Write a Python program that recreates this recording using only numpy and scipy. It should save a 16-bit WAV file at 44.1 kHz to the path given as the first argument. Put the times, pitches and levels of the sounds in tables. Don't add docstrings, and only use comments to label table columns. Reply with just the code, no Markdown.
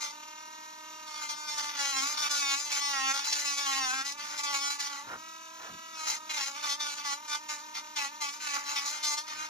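import sys
import numpy as np
from scipy import signal
from scipy.fft import rfft, irfft
from scipy.io import wavfile
from scipy.ndimage import uniform_filter1d

SR = 44100
rng = np.random.default_rng(int(sys.argv[2]) if len(sys.argv) > 2 else 0)


def transcribe(signal):
    frames = np.atleast_2d(signal).T
    limited = np.clip(frames, -1, 1)
    pcm = np.round(limited * 32767).astype(np.int16)
    wavfile.write(sys.argv[1], SR, pcm)


N = 418509
TIME = np.arange(N) / SR
BINS = np.fft.rfftfreq(4096, 1 / SR)


def amp(db):
    return 10 ** (np.asarray(db) / 20)


def unit(x):
    return x / np.sqrt(np.mean(x ** 2) + 1e-20)


def on_bins(points):
    hz, value = np.transpose(points)
    return np.interp(np.log(BINS + 1), np.log(hz), value)


def drift(per_s):
    knots = rng.standard_normal(4096)
    return unit(np.interp(TIME * per_s, np.arange(len(knots)), knots))


def colour(x, gain):
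    log_gain = np.log(np.maximum(gain, 1e-5))
    mirrored = np.concatenate([log_gain, log_gain[-2:0:-1]])
    taps = np.fft.ifft(np.exp(np.conj(signal.hilbert(mirrored)))).real
    return unit(signal.oaconvolve(x, taps)[:N])


def body(modes):
    peaks = (amp(db) / (1 + (2 * (BINS - hz) / width) ** 2) for hz, width, db in modes)
    return np.sqrt(sum(peak ** 2 for peak in peaks))


def noise(spectrum):
    return colour(rng.standard_normal(N), amp(on_bins(spectrum)))


def swells(rows):
    return sum(amp(db) * np.exp(-((TIME - s) / width) ** 2) for s, db, width in rows)


def add(mix, s, sound):
    part = mix[..., max(round(s * SR), 0):][..., :sound.shape[-1]]
    part += sound[..., :part.shape[-1]]


def stroke(length, db, swell_db, bite_s=0.019, lift_s=0.017):
    t = np.arange(0, length + 10 * lift_s, 1 / SR)
    shape = np.minimum(t / bite_s, 1) * np.exp(-np.maximum(t - length, 0) / lift_s)
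    return shape * amp(db + swell_db * (np.minimum(t / length, 1) - .5)), t < length


# (time [s], length [s], burr level [dB], swell over the stroke [dB], drag [turns/s],
# handle against burr [dB], shank against burr [dB], roughness [0 clean to 1 ragged])
BURR_STROKES = [(0.0, 0.11, -42, -12, 11.5, -4.6, -5.5, 0.6), (1.061, 0.14, -48, 2, 4, -3.5, -4.1, 0.38),
                (1.202, 0.069, -42.5, -7, 12.5, -1.5, -4, 0.42),
                (1.28, 0.06, -39, -7, 12, -3.5, -8.5, 0.36), (1.352, 0.11, -46.5, 3, 6, -2, -8, 0.11),
                (1.466, 0.097, -39, -9, 10.5, -7, -7.5, 0.28),
                (1.565, 0.12, -39, -10.5, 14.5, -6, -6.8, 0.5),
                (1.681, 0.096, -40, -2, 19.5, -3.5, -4.9, 0.88),
                (1.778, 0.13, -35.5, -0.5, 30.5, -4.5, -3.5, 0.35),
                (1.908, 0.099, -36.0, 5, 46, -4, -4, 0.19),
                (2.009, 0.069, -33.5, -1.5, 11, -4.5, -8.5, 0.34),
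                (2.078, 0.096, -38.5, -14, 3, -6.5, -7, 0.55), (2.164, 0.059, -35, 0, 8, -6.5, -9.9, 0.5),
                (2.219, 0.047, -35.5, -0.5, 29.5, -7, -4, 0.81), (2.288, 0.12, -33, -2, 20.5, -7, -9, 0.3),
                (2.406, 0.14, -35, 1.5, 30.5, -3.5, -1.8, 0.18),
                (2.549, 0.15, -38, -4.8, 9.5, -10.8, -9.6, 0.29),
                (2.69, 0.099, -35, 2.5, 20.5, -6.5, -5, 0.71), (2.797, 0.12, -36, 2.5, 22.5, -7, -6, 0.15),
                (2.918, 0.1, -38.5, -0.5, 41, 0.8, 1, 0.15), (3.016, 0.1, -36.5, 4, 32.5, 0, -0.2, 0.055),
                (3.125, 0.11, -36, -8, 19.5, -4, -6.5, 0.56),
                (3.231, 0.071, -34.5, -5, 11, -10.1, -6.9, 0.82),
                (3.31, 0.12, -35.5, -8.5, 12, -13, -7, 0.69),
                (3.431, 0.12, -35.5, -6.5, 21.5, -7.5, -6, 0.17),
                (3.56, 0.095, -35.5, -5, 20.5, -6, -7.5, 0.33),
                (3.645, 0.15, -36, -0.5, 31, -2.5, -1.6, 0.28),
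                (3.792, 0.12, -37, 0.1, 47.0, -1.0, -4.5, 0.05),
                (3.918, 0.099, -39.5, -2.5, 30.5, 2, -1.5, 0.22),
                (4.04, 0.076, -39.5, -6.5, 16.5, -8, -5.5, 0.32),
                (4.164, 0.21, -45.8, 2, 3, -3.5, -4, 0.58), (4.368, 0.032, -38, 6.5, 12.5, -4.5, -5, 0.5),
                (4.422, 0.11, -37.5, -2, 13, -2.5, -4.5, 0.24),
                (4.524, 0.054, -33.6, -5, 22, -3.5, -3.8, 0.37),
                (4.57, 0.11, -37.5, 5.5, 10.5, -4.5, -8.2, 0.053),
                (4.689, 0.066, -36.5, -7.5, 11, -6.4, -6, 0.37),
                (4.783, 0.093, -38, -5.5, 13.5, -7.4, -7, 0.61),
                (4.882, 0.13, -46, -5.5, 11, 0.8, -2.5, 0.59), (5.93, 0.13, -45.5, 3.5, 4, -2, -4.5, 0.36),
                (6.056, 0.093, -36.5, -5, 21, -6, -6.5, 0.69),
                (6.287, 0.067, -39.5, -4, 15.5, -4.5, -0.5, 0.66),
                (6.354, 0.083, -36, 1, 42.5, -7, -4, 0.55), (6.437, 0.11, -43.5, -9, 22.5, -3.6, -7, 0.69),
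                (6.54, 0.083, -45, -9.5, 0.0, -5, -2.5, 0.73), (6.62, 0.063, -37, -1, 19, -4.5, -5, 0.72),
                (6.676, 0.053, -33, 0, 23, -7.5, -9, 0.35), (6.79, 0.048, -35, -4, 12, -9, -7.5, 0.39),
                (6.838, 0.1, -39, -1.5, 16.5, -6.5, -7, 0.42), (6.961, 0.091, -46.5, -2, 8, -3.9, -4, 0.98),
                (7.037, 0.098, -37.5, 1.5, 26, -4.5, -5.5, 0.28),
                (7.265, 0.086, -41, 12, 10, -3.5, -4.5, 0.38), (7.481, 0.12, -44, -11, 8.5, -5, -3.5, 0.48),
                (7.737, 0.043, -39, 0, 9, -5, -5, 0.67), (7.953, 0.112, -37.5, -4, 28, -4.5, -2, 0.43),
                (8.201, 0.098, -38.5, -8, 27, -3.5, -3.5, 0.35),
                (8.313, 0.079, -46, -17, 6.0, -6, -7.5, 0.55), (8.395, 0.061, -41, -5, 6, -3.5, -3.5, 0.67),
                (8.453, 0.086, -38.5, -6, 26.0, -5.5, -2, 0.55),
                (8.528, 0.132, -43, -8, 20, -3.2, -4, 0.97),
                (8.654, 0.094, -41.0, 0.5, 9.5, -2, -5.5, 0.57), (8.744, 0.093, -38, -6, 32, -5, -3, 0.5),
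                (8.847, 0.052, -34.5, 1.1, 5.5, -13, -11.5, 0.68),
                (8.903, 0.11, -43.5, -7, 7.5, -4.5, -3.5, 0.47),
                (9.021, 0.12, -33.8, 0.5, 17, -8.5, -8.5, 0.25),
                (9.164, 0.037, -34, -8, 11.5, -8.5, -10.5, 0.15), (9.26, 0.2, -46, 0, 5.5, -3, -1.5, 0.53)]
def contact(grain_db=2.5):
    power, (drag, torn) = np.zeros((3, N)), np.zeros((2, N))
    for s, length, db, swell_db, stroke_drag, handle_db, shank_db, roughness in BURR_STROKES:
        force, held = stroke(length, db, swell_db)
        add(power, s, np.outer(amp([handle_db, shank_db, 0]), force) ** 2)
        add(drag, s, stroke_drag * held)
        add(torn, s, roughness * force ** 2)
    rough = np.clip(torn / (power[2] + 1e-12), 0, 1)
    grain = amp(grain_db * rough * drift(40))
    return np.sqrt(power) * grain, drag, rough


# (time [s], speed [turns/s])
IDLE_SPEED = [(0, 299.8), (0.2, 304.5), (0.55, 309.4), (1.1, 308), (2.1, 308), (4.3, 299), (5.0, 294),
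              (5.25, 321), (5.9, 323.5), (6.6, 304), (8.2, 304.5), (9.49, 312)]
def shaft_turns(drag, rough, inertia_s=0.055):
    pole = np.exp(-1 / (inertia_s * SR))
    sag = signal.lfilter([1 - pole], [1, -pole], drag)
    speed = np.interp(TIME, *np.transpose(IDLE_SPEED)) - sag
    jerks = 1 + (.001 + .007 * rough) * drift(45)
    return np.cumsum(speed * jerks) / SR


def once_a_turn(turns, size=4):
    at = np.flatnonzero(np.diff(np.floor(turns)) > 0)
    late = (np.floor(turns[at + 1]) - turns[at]) / (turns[at + 1] - turns[at])
    out = np.zeros(N)
    for k in range(1 - size, size + 1):
        out[np.clip(at + k, 0, N - 1)] += np.sinc(k - late) * np.sinc((k - late) / size)
    return out


def rasp(turns, floor, decay_turns=0.5):
    return unit((floor + np.exp(-(turns % 1) / decay_turns)) * rng.standard_normal(N))


def teeth(turns, rough, step_db=-9):
    gap_turns = 0.267 + .02 * drift(5)
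    out = np.zeros(N)
    for k in range(3):
        skid = rough * (.03 * drift(45) + .012 * drift(300))
        strength = amp(k * step_db + 2 * drift(20)) * (1 + .6 * rough * drift(250))
        out += strength * once_a_turn(turns - k * gap_turns - skid)
    return unit(out)


def ring(strikes, chips, torn, modes, flutter_db, detune):
    torn = np.clip(torn, 0, 1)
    drive = np.sqrt(1 - torn) * strikes + np.sqrt(torn) * chips
    firm = .5 + .5 * np.tanh(drift(18))
    loose, tight = (colour(drive, body([(hz * k, width, db) for hz, width, db in modes]))
                    for k in (1 - detune, 1 + detune))
    ringing = (1 - firm) * loose + firm * tight
    power = uniform_filter1d(uniform_filter1d(ringing ** 2, size=700), size=700)
    levelled = ringing / np.sqrt(abs(power) + 1e-9)
    return levelled * amp(flutter_db * drift(40))


# (centre [Hz], width [Hz], relative level [dB])
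HANDLE_MODES = [(263.5, 20, -2), (578, 72, -8.5), (862, 140, 4), (1117, 148, 5.5), (1398, 264, 9.5)]
SHANK_MODES = [(2010, 360, 1.3), (2277, 560, 0.52), (2810, 720, -1.4)]
BURR_MODES = [(3816, 396, -0.5), (4820, 1100, -3.5), (5784, 433, 0.5), (6530, 1060, -2), (9360, 1850, -18),
              (12140, 3800, -26)]
def cutting(turns, handle, shank, burr, rough):
    strikes = teeth(turns, rough)
    chips = rasp(turns, floor=0.15) * amp(2.5 * drift(200))
    flutter_db = .8 + 1.6 * rough
    cut = handle * ring(strikes, chips, .35 * rough ** 2, HANDLE_MODES, flutter_db, detune=.02)
    cut += shank * ring(strikes, chips, .65 * rough ** 2, SHANK_MODES, flutter_db / 2, detune=.05)
    tip = ring(strikes, chips, .9 * rough ** 1.5, BURR_MODES, flutter_db / 2, detune=.06)
    fibre_fizz = amp(-15.5) * np.sqrt(rough) * colour(chips, body([(11640, 10500, 0)]))
    bite = catches(decay_s=0.007, gain_db=-10.5)
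    cut += (burr + bite) * (tip + fibre_fizz) + splinters()
    low_cut = signal.butter(3, 190, "highpass", fs=SR, output="sos")
    return signal.sosfilt(low_cut, cut)


def whine(turns, partials, waver_db, waver_turns):
    turns = turns + waver_turns * drift(40)
    return unit(sum(amp(db + waver_db * drift(25)) * np.cos(2 * np.pi * k * turns) for k, db in partials))


# (pitch [x shaft speed], relative level [dB])
SHAFT_PARTIALS = [(1, -2.5), (2, -4), (3, -3), (4, 0.5), (5, -6.5), (6, -1.5), (7, -12), (8, -14), (9, -9)]
BEARING_PARTIALS = [(2.13, -21), (3.129, -2.5), (4.131, 1.5), (5.129, -9)]
# (frequency [Hz], relative level [dB])
WHIRR_EQ = [(100, -116), (220, 2.5), (450, -10), (750, -10), (1100, 1), (1700, -8.5), (2400, 2.5),
            (3300, -0.5), (3700, 5.5), (4700, -1.5), (5800, 6), (7000, 1.5), (8400, -17.5), (14000, -12)]
def motor(turns, force, beats_per_turn=0.13):
    load = np.clip(force * amp(46.5), 0, 1)
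    shaken = turns + 0.05 * load * drift(30)
    shaft = whine(shaken, SHAFT_PARTIALS, waver_db=1, waver_turns=.006)
    bearing = whine(shaken, BEARING_PARTIALS, waver_db=.8, waver_turns=.008)
    housing = 1 + body([(930, 120, 4.2)])
    tone = amp(-52 - 3 * load) * colour(shaft + bearing, housing)
    brushes = rasp(turns, floor=1) + 0.65 * unit(once_a_turn(turns))
    throb = amp(1.24 * np.cos(2 * np.pi * beats_per_turn * turns) + 1.03 * drift(64))
    knocks = once_a_turn(turns + .012 * drift(110)) * (1 + .35 * drift(110))
    chatter = amp(-60) * colour(knocks * throb, body([(1300, 600, -2), (2400, 1700, -2)]))
    whirr = amp(-52 - 2 * load) * colour(brushes * throb, amp(on_bins(WHIRR_EQ)))
    return tone + chatter + whirr


# (frequency [Hz], relative level [dB])
ROOM_EQ = [(20, -16), (100, -15.5), (200, -1), (1500, -14)]
def room_tone():
    centre = noise(ROOM_EQ)
    wide = np.array([noise(ROOM_EQ), noise(ROOM_EQ)])
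    return amp(-73) * (centre + 2.1 * wide) * amp(drift(56))


# (time [s], level [dB], half-width [s])
HAND_BUMPS = [(1.58, -67, 0.039), (4.25, -73, 0.52), (5.125, -58, 0.066), (5.735, -55.5, 0.041),
              (9.38, -69, 0.097)]
# (frequency [Hz], relative level [dB])
BUMP_EQ = [(20, -11), (90, 3), (190, 8), (300, 6.5), (1200, -28)]
def hand_bumps():
    return swells(HAND_BUMPS) * noise(BUMP_EQ)


# (time [s], level before gain_db [dB])
EDGE_CATCHES = [(2.3107, -22), (3.245, -30), (4.121, -25.5), (4.378, -27), (4.434, -27), (6.799, -35),
                (7.9601, -38), (8.2101, -29)]
def catches(decay_s, gain_db):
    return sum(amp(db + gain_db) * (TIME >= s) * np.exp(-abs(TIME - s) / decay_s)
               for s, db in EDGE_CATCHES)


def splinters():
    crack = colour(rng.standard_normal(N), np.sqrt(body(BURR_MODES)))
    return catches(decay_s=0.0006, gain_db=-8) * crack


# (time [s], level [dB], half-width [s])
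HAND_SLIDES = [(5.116, -43, 0.049), (5.65, -48.5, 0.058)]
# (frequency [Hz], relative level [dB])
SKIN_EQ = [(60, -21), (150, -16), (550, -4.5), (900, -2), (1400, 2), (2300, -12), (6000, -36)]
def hand_slides():
    return swells(HAND_SLIDES) * noise(SKIN_EQ) * amp(2 * drift(120))


# (frequency [Hz], left lead [rad])
STEREO_PHASE = [(600, 0.64), (1200, -2.1), (1850, -1.3), (2700, 2.02), (3500, 1.2), (4150, 1.06), (4900, 2),
                (5350, 0.5), (6250, 1.62), (6800, 1.5), (7400, -1), (9500, 4.5)]
# (frequency [Hz], left minus right [dB])
STEREO_BALANCE = [(400, 1), (1300, -2), (4400, 0.5), (8000, 2.5), (14000, 5.5)]
# (frequency [Hz], send level before wet_db [dB])
REFLECTION_EQ = [(250, -11), (800, -11), (1700, -5), (4500, -4), (9000, -1)]
def mic_ports(x, wet_db, t60_s, moves_per_s, size=4096):
    sides = np.array([[1], [-1]])
    t = np.arange(size) / SR
    direct = np.exp(.5j * sides * on_bins(STEREO_PHASE))
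    wet = amp(on_bins(REFLECTION_EQ) + wet_db)
    balance = amp(sides * on_bins(STEREO_BALANCE) / 2)
    mono_power = abs((balance * direct).mean(0)) ** 2 + wet ** 2 * (balance ** 2).mean(0) / 2
    gain = balance / np.sqrt(mono_power)

    def through(response):
        lead = size // 16
        taps = np.roll(irfft(gain * response), lead, axis=1)
        return signal.oaconvolve(x[None], taps, axes=1)[:, lead:lead + N]

    faders = np.array([drift(moves_per_s) for _ in range(4)])
    faders /= np.linalg.norm(faders, axis=0)
    out = through(direct)
    for fader in faders:
        ahead, aside = rng.standard_normal((2, size)) * amp(-60 * t / t60_s) * (t > .0005)
        echoes = ahead + sides * aside
        out += fader * through(wet * rfft(echoes / np.linalg.norm(echoes[0])))
    return out


def scene():
    (handle, shank, burr), drag, rough = contact()
    turns = shaft_turns(drag, rough)
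    room = room_tone()
    cut = cutting(turns, handle, shank, burr, rough)
    cut_bus = mic_ports(cut, wet_db=2, t60_s=.05, moves_per_s=19)
    motor_and_hands = motor(turns, handle + burr) + hand_slides() + hand_bumps()
    close_bus = mic_ports(motor_and_hands, wet_db=-2.5, t60_s=.059, moves_per_s=7)
    return cut_bus + close_bus + room


def record(dry, cutoff_hz=14380):
    taps = signal.firwin(511, cutoff_hz, window=("kaiser", 9), fs=SR)
    return signal.oaconvolve(dry, taps[None], "same")


dry = scene()
out = record(dry)
transcribe(out)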